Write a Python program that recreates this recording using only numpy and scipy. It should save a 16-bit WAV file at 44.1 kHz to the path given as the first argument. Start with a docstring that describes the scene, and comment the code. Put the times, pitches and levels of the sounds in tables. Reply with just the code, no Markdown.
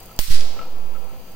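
"""A hand-cranked spark machine

An electrostatic machine turns in a small hard room: its discs rumble, its brushes hiss and tick, its
drive knocks and the table hums along. One big spark jumps the gap: a sharp crack, a few quick
reflections and a bright room tail. The spark upsets the microphones: they go quieter for a tenth
of a second, and their bias (resting voltage) thumps and swings slowly back."""
import sys
import numpy as np
from scipy import signal
from scipy.fft import rfft, irfft
from scipy.io import wavfile
from scipy.ndimage import uniform_filter1d

SR = 44100
rng = np.random.default_rng(int(sys.argv[2]) if len(sys.argv) > 2 else 0)


def to_wav(s):
    """Save 16-bit WAV."""
    ch = np.atleast_2d(s).T  # columns
    pcm = np.round(np.clip(ch, -1, 1) * 32767)  # PCM
    wavfile.write(sys.argv[1], SR, pcm.astype(np.int16))


N = 59535

# Each TONE table gives only the balance of low and high pitches; loudness is set separately.
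# the crack and its near reflections: delay_s, left_db, right_db
CRACK_PATHS = [(0, 7, 7), (.00122, -1, -1), (.0032, -5, -3), (.0061, -3, -3), (.0117, -10, -10)]
# tone of the crack: pitch_hz, level_db
CRACK_TONE = [(100, -36.5), (400, 3), (1000, 3.5), (1500, -11), (2500, -2.5), (4700, 2.5), (7000, -3),
              (11000, -0.5), (15000, 1), (17000, 6.5)]
# starting tone of the room tail and its time to fade by 60 dB: pitch_hz, level_db, fade_s
ROOM_TONE = [(150, -18, 0.47), (503, -20, 1), (1050, -8, 0.83), (1780, -3, 0.9), (3020, -2, 1.0),
             (4760, 2, 1), (6980, -4, 0.8), (8340, 0.5, 0.6), (10970, 0.5, 0.44), (15100, 7.5, 0.31),
             (17000, -2, 0.4)]
# late echoes that stand out of the tail: delay_s, width_s, boost_db
LATE_ECHOES = [(.1565, 0.0028, 4.5), (0.2187, 0.00081, 10.5)]
# the stronger brush sparks: start_s, relative_db
LOUD_TICKS = [(.0033, -21.5), (.0072, -23), (0.0305, -22), (0.035, -25), (0.0568, -21), (.0614, -22.5),
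              (.1119, -28), (.1167, -25), (0.1294, -29), (0.1642, -19), (0.6567, -29.5), (1.0448, -26.5),
              (1.0963, -27), (1.3196, -25)]
# tone of a brush spark: pitch_hz, level_db
TICK_TONE = [(500, -14), (2000, -25), (5000, -6.5), (8000, 3), (12000, 3), (15000, 6), (17000, 1)]
# knocks in the drive: start_s, relative_db
DRIVE_KNOCKS = [(0.091, -16.5), (0.111, -12), (0.566, -10), (0.5905, 3), (.6137, -2), (0.629, -7.5),
                (0.651, -10), (0.948, -10.5), (0.962, -9), (1.093, -15), (1.109, -21.5)]
# notes of the knocked part, with time to fade by 60 dB: pitch_hz, relative_db, fade_s
DRIVE_NOTES = [(1314, 0.5, .034), (1410, -32, 0.024), (2130, -19, 0.033), (2750, -16.5, 0.033),
               (3010, -23, 0.019)]
# tone of the click as parts meet: pitch_hz, level_db
CLICK_TONE = [(300, -15), (1300, 2), (2800, -1), (4000, -15), (12000, -28)]
# tone of the turning discs: pitch_hz, level_db
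DISC_TONE = [(20, -6), (100, -11), (200, -5), (300, -4), (400, -4.5), (600, -5.5), (850, -5.5),
             (1100, -10.5), (1600, -22), (3000, -20), (6000, -37.5), (16000, -64)]
# pitches where the discs ring: pitch_hz, width_hz, boost_db
DISC_PEAKS = [(496, 46, 7.5), (534, 24, 7.9), (667.3, 24, 6.5), (781.4, 36, 7.2), (973, 116, 3.5),
              (1330, 93, 10.6), (1672, 39, 11.3), (2444, 57, 11.5), (2660, 100, 5)]
# swell of the disc rumble: time_s, level_db
DISC_SWELL = [(0, -49.5), (.17, -49.5), (.35, -48), (.5, -44.5), (.61, -43), (.7, -46), (.82, -46),
              (.92, -44), (1.03, -46), (1.35, -51)]
# tone of the rubbing brushes: pitch_hz, level_db
HISS_TONE = [(300, 1.5), (1700, 0.5), (3000, 3.5), (3800, -4.5), (5600, -7), (8000, -5), (11000, -5),
             (13500, -0.5), (15300, 6), (16500, 0.5)]
# pitches where the brushes ring: pitch_hz, width_hz, boost_db
HISS_PEAKS = [(4180, 480, 6), (4760, 250, 15.2), (5990, 180, 9), (6520, 320, 8.9)]
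# swell of the brush hiss: time_s, level_db
HISS_SWELL = [(0, -46), (.18, -48.5), (.4, -47.5), (.8, -50), (1.35, -48)]
# tone of the table's rumble: pitch_hz, level_db
TABLE_TONE = [(13, 13), (25, 7), (50, 2), (100, -0.5), (160, -5), (260, -11.5), (500, -24.5), (2000, -47)]
# pitch where the table rings: pitch_hz, width_hz, boost_db
TABLE_PEAKS = [(189.2, 21, 11.4)]
# jolts to the microphones' bias: start_s, left_size, right_size, rise_s, left_swing_hz, left_decay_s
BIAS_JOLTS = [(.1907, .11, .33, .0004, 4.2, .09), (.2825, 0, -.13, .002, 1.0, .25),
              (.3042, -.15, -.15, .0014, 1.05, .25), (.3045, -.28, -.52, .013, 1.03, .32)]

SPARK_S, CRACK_DB, ROOM_DB = .1903, 12.5, -14.5
SIDES = np.array([[1], [-1]])  # plus for left, minus for right
LEAN_LEFT_DB = 2.5  # discs and drive are this much louder on the left


def spark():
    """The big spark cracks, bounces off the table, discs and wall, then fills the room."""
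    cracks = sum(snap(SPARK_S + delay_s) * undb([[left_db], [right_db]])
                 for delay_s, left_db, right_db in CRACK_PATHS)
    return undb(CRACK_DB) * colour(cracks, CRACK_TONE) + undb(ROOM_DB) * room_tail(SPARK_S)


def snap(start_s):
    """A spike of air pressure, a little later on the right, then a brief scatter off nearby metal."""
    right_lag_s, scatter_s = .00005, .00076
    t = since(start_s)
    spike = np.sinc(np.arange(N) - np.round(start_s * SR) - np.array([[0], [right_lag_s * SR]]))
    out = spike + .22 * noise() * np.exp(-t / scatter_s) * (t > 0)
    return out / np.sqrt(np.sum(out ** 2, axis=1, keepdims=True))


def room_tail(start_s):
    """Echoes off the hard walls blur into a wash of noise; the high treble dies soonest."""
    build_s, early_s = .0017, .0059
    t = since(start_s)
    hz = np.maximum(np.fft.rfftfreq(N, 1 / SR), 1)
    band_hz, _, fades_s = np.array(ROOM_TONE).T
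    wash = rfft(colour(noise(), ROOM_TONE))
    tail = 0
    for band, fade_s in zip(np.eye(len(band_hz)), fades_s):
        share = np.interp(np.log(hz), np.log(band_hz), band)
        tail += irfft(wash * share, N) * fade(t, fade_s)
    echo_db = sum(db * np.exp(-((t - delay_s) / width_s) ** 2) for delay_s, width_s, db in LATE_ECHOES)
    ripple_db = .6 * wander(rate_hz=120.5)
    early_lift = 1 + undb(-32) * np.exp(-t / early_s)
    return tail * undb(echo_db + ripple_db) * rise(t, build_s) * early_lift


def brush_sparks():
    """A tiny spark ticks as each foil patch on the discs passes a brush; some are much stronger."""
    patch_hz, small_db, spread_db, tail_db = 38.9, -35.5, 1.5, -42.5
    ticks = sum(undb(db + 1.5) * snap(start_s) for start_s, db in LOUD_TICKS)
    for patch, (late, size) in enumerate(rng.standard_normal((int(N / SR * patch_hz), 2))):
        start_s = (patch + .5 + .08 * late) / patch_hz
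        ticks[:, int(start_s * SR) % N] += undb(small_db + spread_db * size)
    tail = signal.fftconvolve(ticks, room_tail(0), axes=1)[:, :N]
    return colour(ticks, TICK_TONE) + undb(tail_db) * tail


def drive_knocks():
    """The loose drive rattles: each knock clicks and sets the same part ringing."""
    knock_db, ring_rise_s, pitch_spread = -14.5, .012, .0022
    click_db, click_s = -19.5, .0024
    tunings = 1 + pitch_spread * rng.standard_normal((len(DRIVE_KNOCKS), len(DRIVE_NOTES)))
    out = np.zeros((2, N))
    for (start_s, db), tuning in zip(DRIVE_KNOCKS, tunings):
        t = since(start_s)
        ring = sum(undb(note_db) * np.sin(2 * np.pi * hz * tune * t) * fade(t, fade_s)
                   for (hz, note_db, fade_s), tune in zip(DRIVE_NOTES, tuning))
        burst = noise() * np.exp(-t / click_s) * (t > 0)
        click = undb(click_db) * colour(burst, CLICK_TONE)
        out += undb(db + knock_db) * (ring * rise(t, ring_rise_s) + click)
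    return out * undb(SIDES * LEAN_LEFT_DB / 2)


def disc_rumble():
    """Discs and bearings rumble through the frame, swelling with the crank."""
    rumble = wide_noise(DISC_TONE, DISC_PEAKS, width_db=-7)
    flutter_db = wander(rate_hz=35)
    return rumble * undb(SIDES * LEAN_LEFT_DB / 2 + flutter_db) * swell(DISC_SWELL)


def brush_hiss():
    """The brushes hiss as they rub on the discs."""
    hiss = colour(noise(), HISS_TONE, HISS_PEAKS)
    flutter_db = .13 * wander(rate_hz=26)
    return hiss * swell(HISS_SWELL) * undb(flutter_db)


def table_rumble():
    """The table under the machine rumbles evenly, much the same on both sides."""
    return undb(-45.5) * wide_noise(TABLE_TONE, TABLE_PEAKS, width_db=-20)


def microphone_dip():
    """The spark makes the microphones less sensitive; they wake again, the right a little sooner."""
    dip_db, wake_s, wake_rise_s = -10.5, .299, .0087
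    early_wake_s, early_share = .263, .24
    left = rise(since(wake_s), wake_rise_s)
    right = (1 - early_share) * left + early_share * rise(since(early_wake_s), wake_rise_s)
    awake = np.array([left, right])
    struck = since(SPARK_S - 2 / SR) > 0
    return 1 - (1 - undb(dip_db)) * struck * (1 - awake)


def bias_swing():
    """Each electrical jolt thumps, then settles in a slow, fading swing."""
    out = np.zeros((2, N))
    for start_s, left, right, rise_s, swing_hz, decay_s in BIAS_JOLTS:
        t = since(start_s)
        settling = np.array([t, t / 1.276])  # the right side settles more slowly
        swing = np.exp(-settling / decay_s) * np.cos(2 * np.pi * swing_hz * settling)
        out += np.array([[left], [right]]) * rise(t, rise_s) * swing
    return out


def undb(db):
    """Turn decibels into a number to multiply by."""
    return 10 ** (np.asarray(db) / 20)


def since(start_s):
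    """Seconds since an event, zero before it."""
    return np.maximum(np.arange(N) / SR - start_s, 0)


def rise(t, rise_s):
    """Climb smoothly from 0 towards 1."""
    return 1 - np.exp(-t / rise_s)


def fade(t, fade_s):
    """Die away by 60 dB every fade_s seconds."""
    return np.exp(-np.log(1000) * t / fade_s)


def swell(points):
    """Loudness that follows rows of time_s, level_db."""
    return undb(np.interp(since(0), *np.array(points).T))


def wander(rate_hz):
    """A smooth random wobble with a typical size of 1."""
    step = int(SR / rate_hz)
    steps = np.repeat(rng.standard_normal(N // step + 2), step)
    smooth = uniform_filter1d(steps, step)[:N]
    return smooth / smooth.std()


def noise():
    """Separate white noise for left and right."""
    return rng.standard_normal((2, N))


def wide_noise(tone, peaks, width_db):
    """Shaped noise in the middle, plus a weaker one that makes left and right differ."""
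    middle, side = colour(noise(), tone, peaks)
    return middle + undb(width_db) * SIDES * side


def colour(sound, tone, peaks=()):
    """Give a sound a tone and ringing peaks; white noise keeps its overall power."""
    hz = np.maximum(np.fft.rfftfreq(2 * N, 1 / SR), 1)
    tone_hz, tone_db = np.array(tone).T[:2]
    peak_db = sum(db / (1 + (2 * (hz - peak_hz) / width_hz) ** 2) for peak_hz, width_hz, db in peaks)
    gain = undb(np.interp(np.log(hz), np.log(tone_hz), tone_db) + peak_db)
    gain /= np.sqrt(np.mean(gain ** 2))
    # fold the filter in time so it rings after a hit, never before
    cepstrum = irfft(np.log(gain))
    cepstrum[1:N] *= 2
    cepstrum[N + 1:] = 0
    return irfft(rfft(sound, 2 * N) * np.exp(rfft(cepstrum)))[..., :N]


def scene():
    """One big spark over the running machine."""
    return spark() + brush_sparks() + drive_knocks() + disc_rumble() + brush_hiss() + table_rumble()


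def record(dry):
    """The upset microphones dip and thump, then the highest treble is cut."""
    top_hz = 15780
    treble_cut = signal.ellip(10, .2, 80, top_hz, fs=SR, output="sos")
    return signal.sosfilt(treble_cut, dry * microphone_dip() + bias_swing())


dry = scene()
out = record(dry)
to_wav(out)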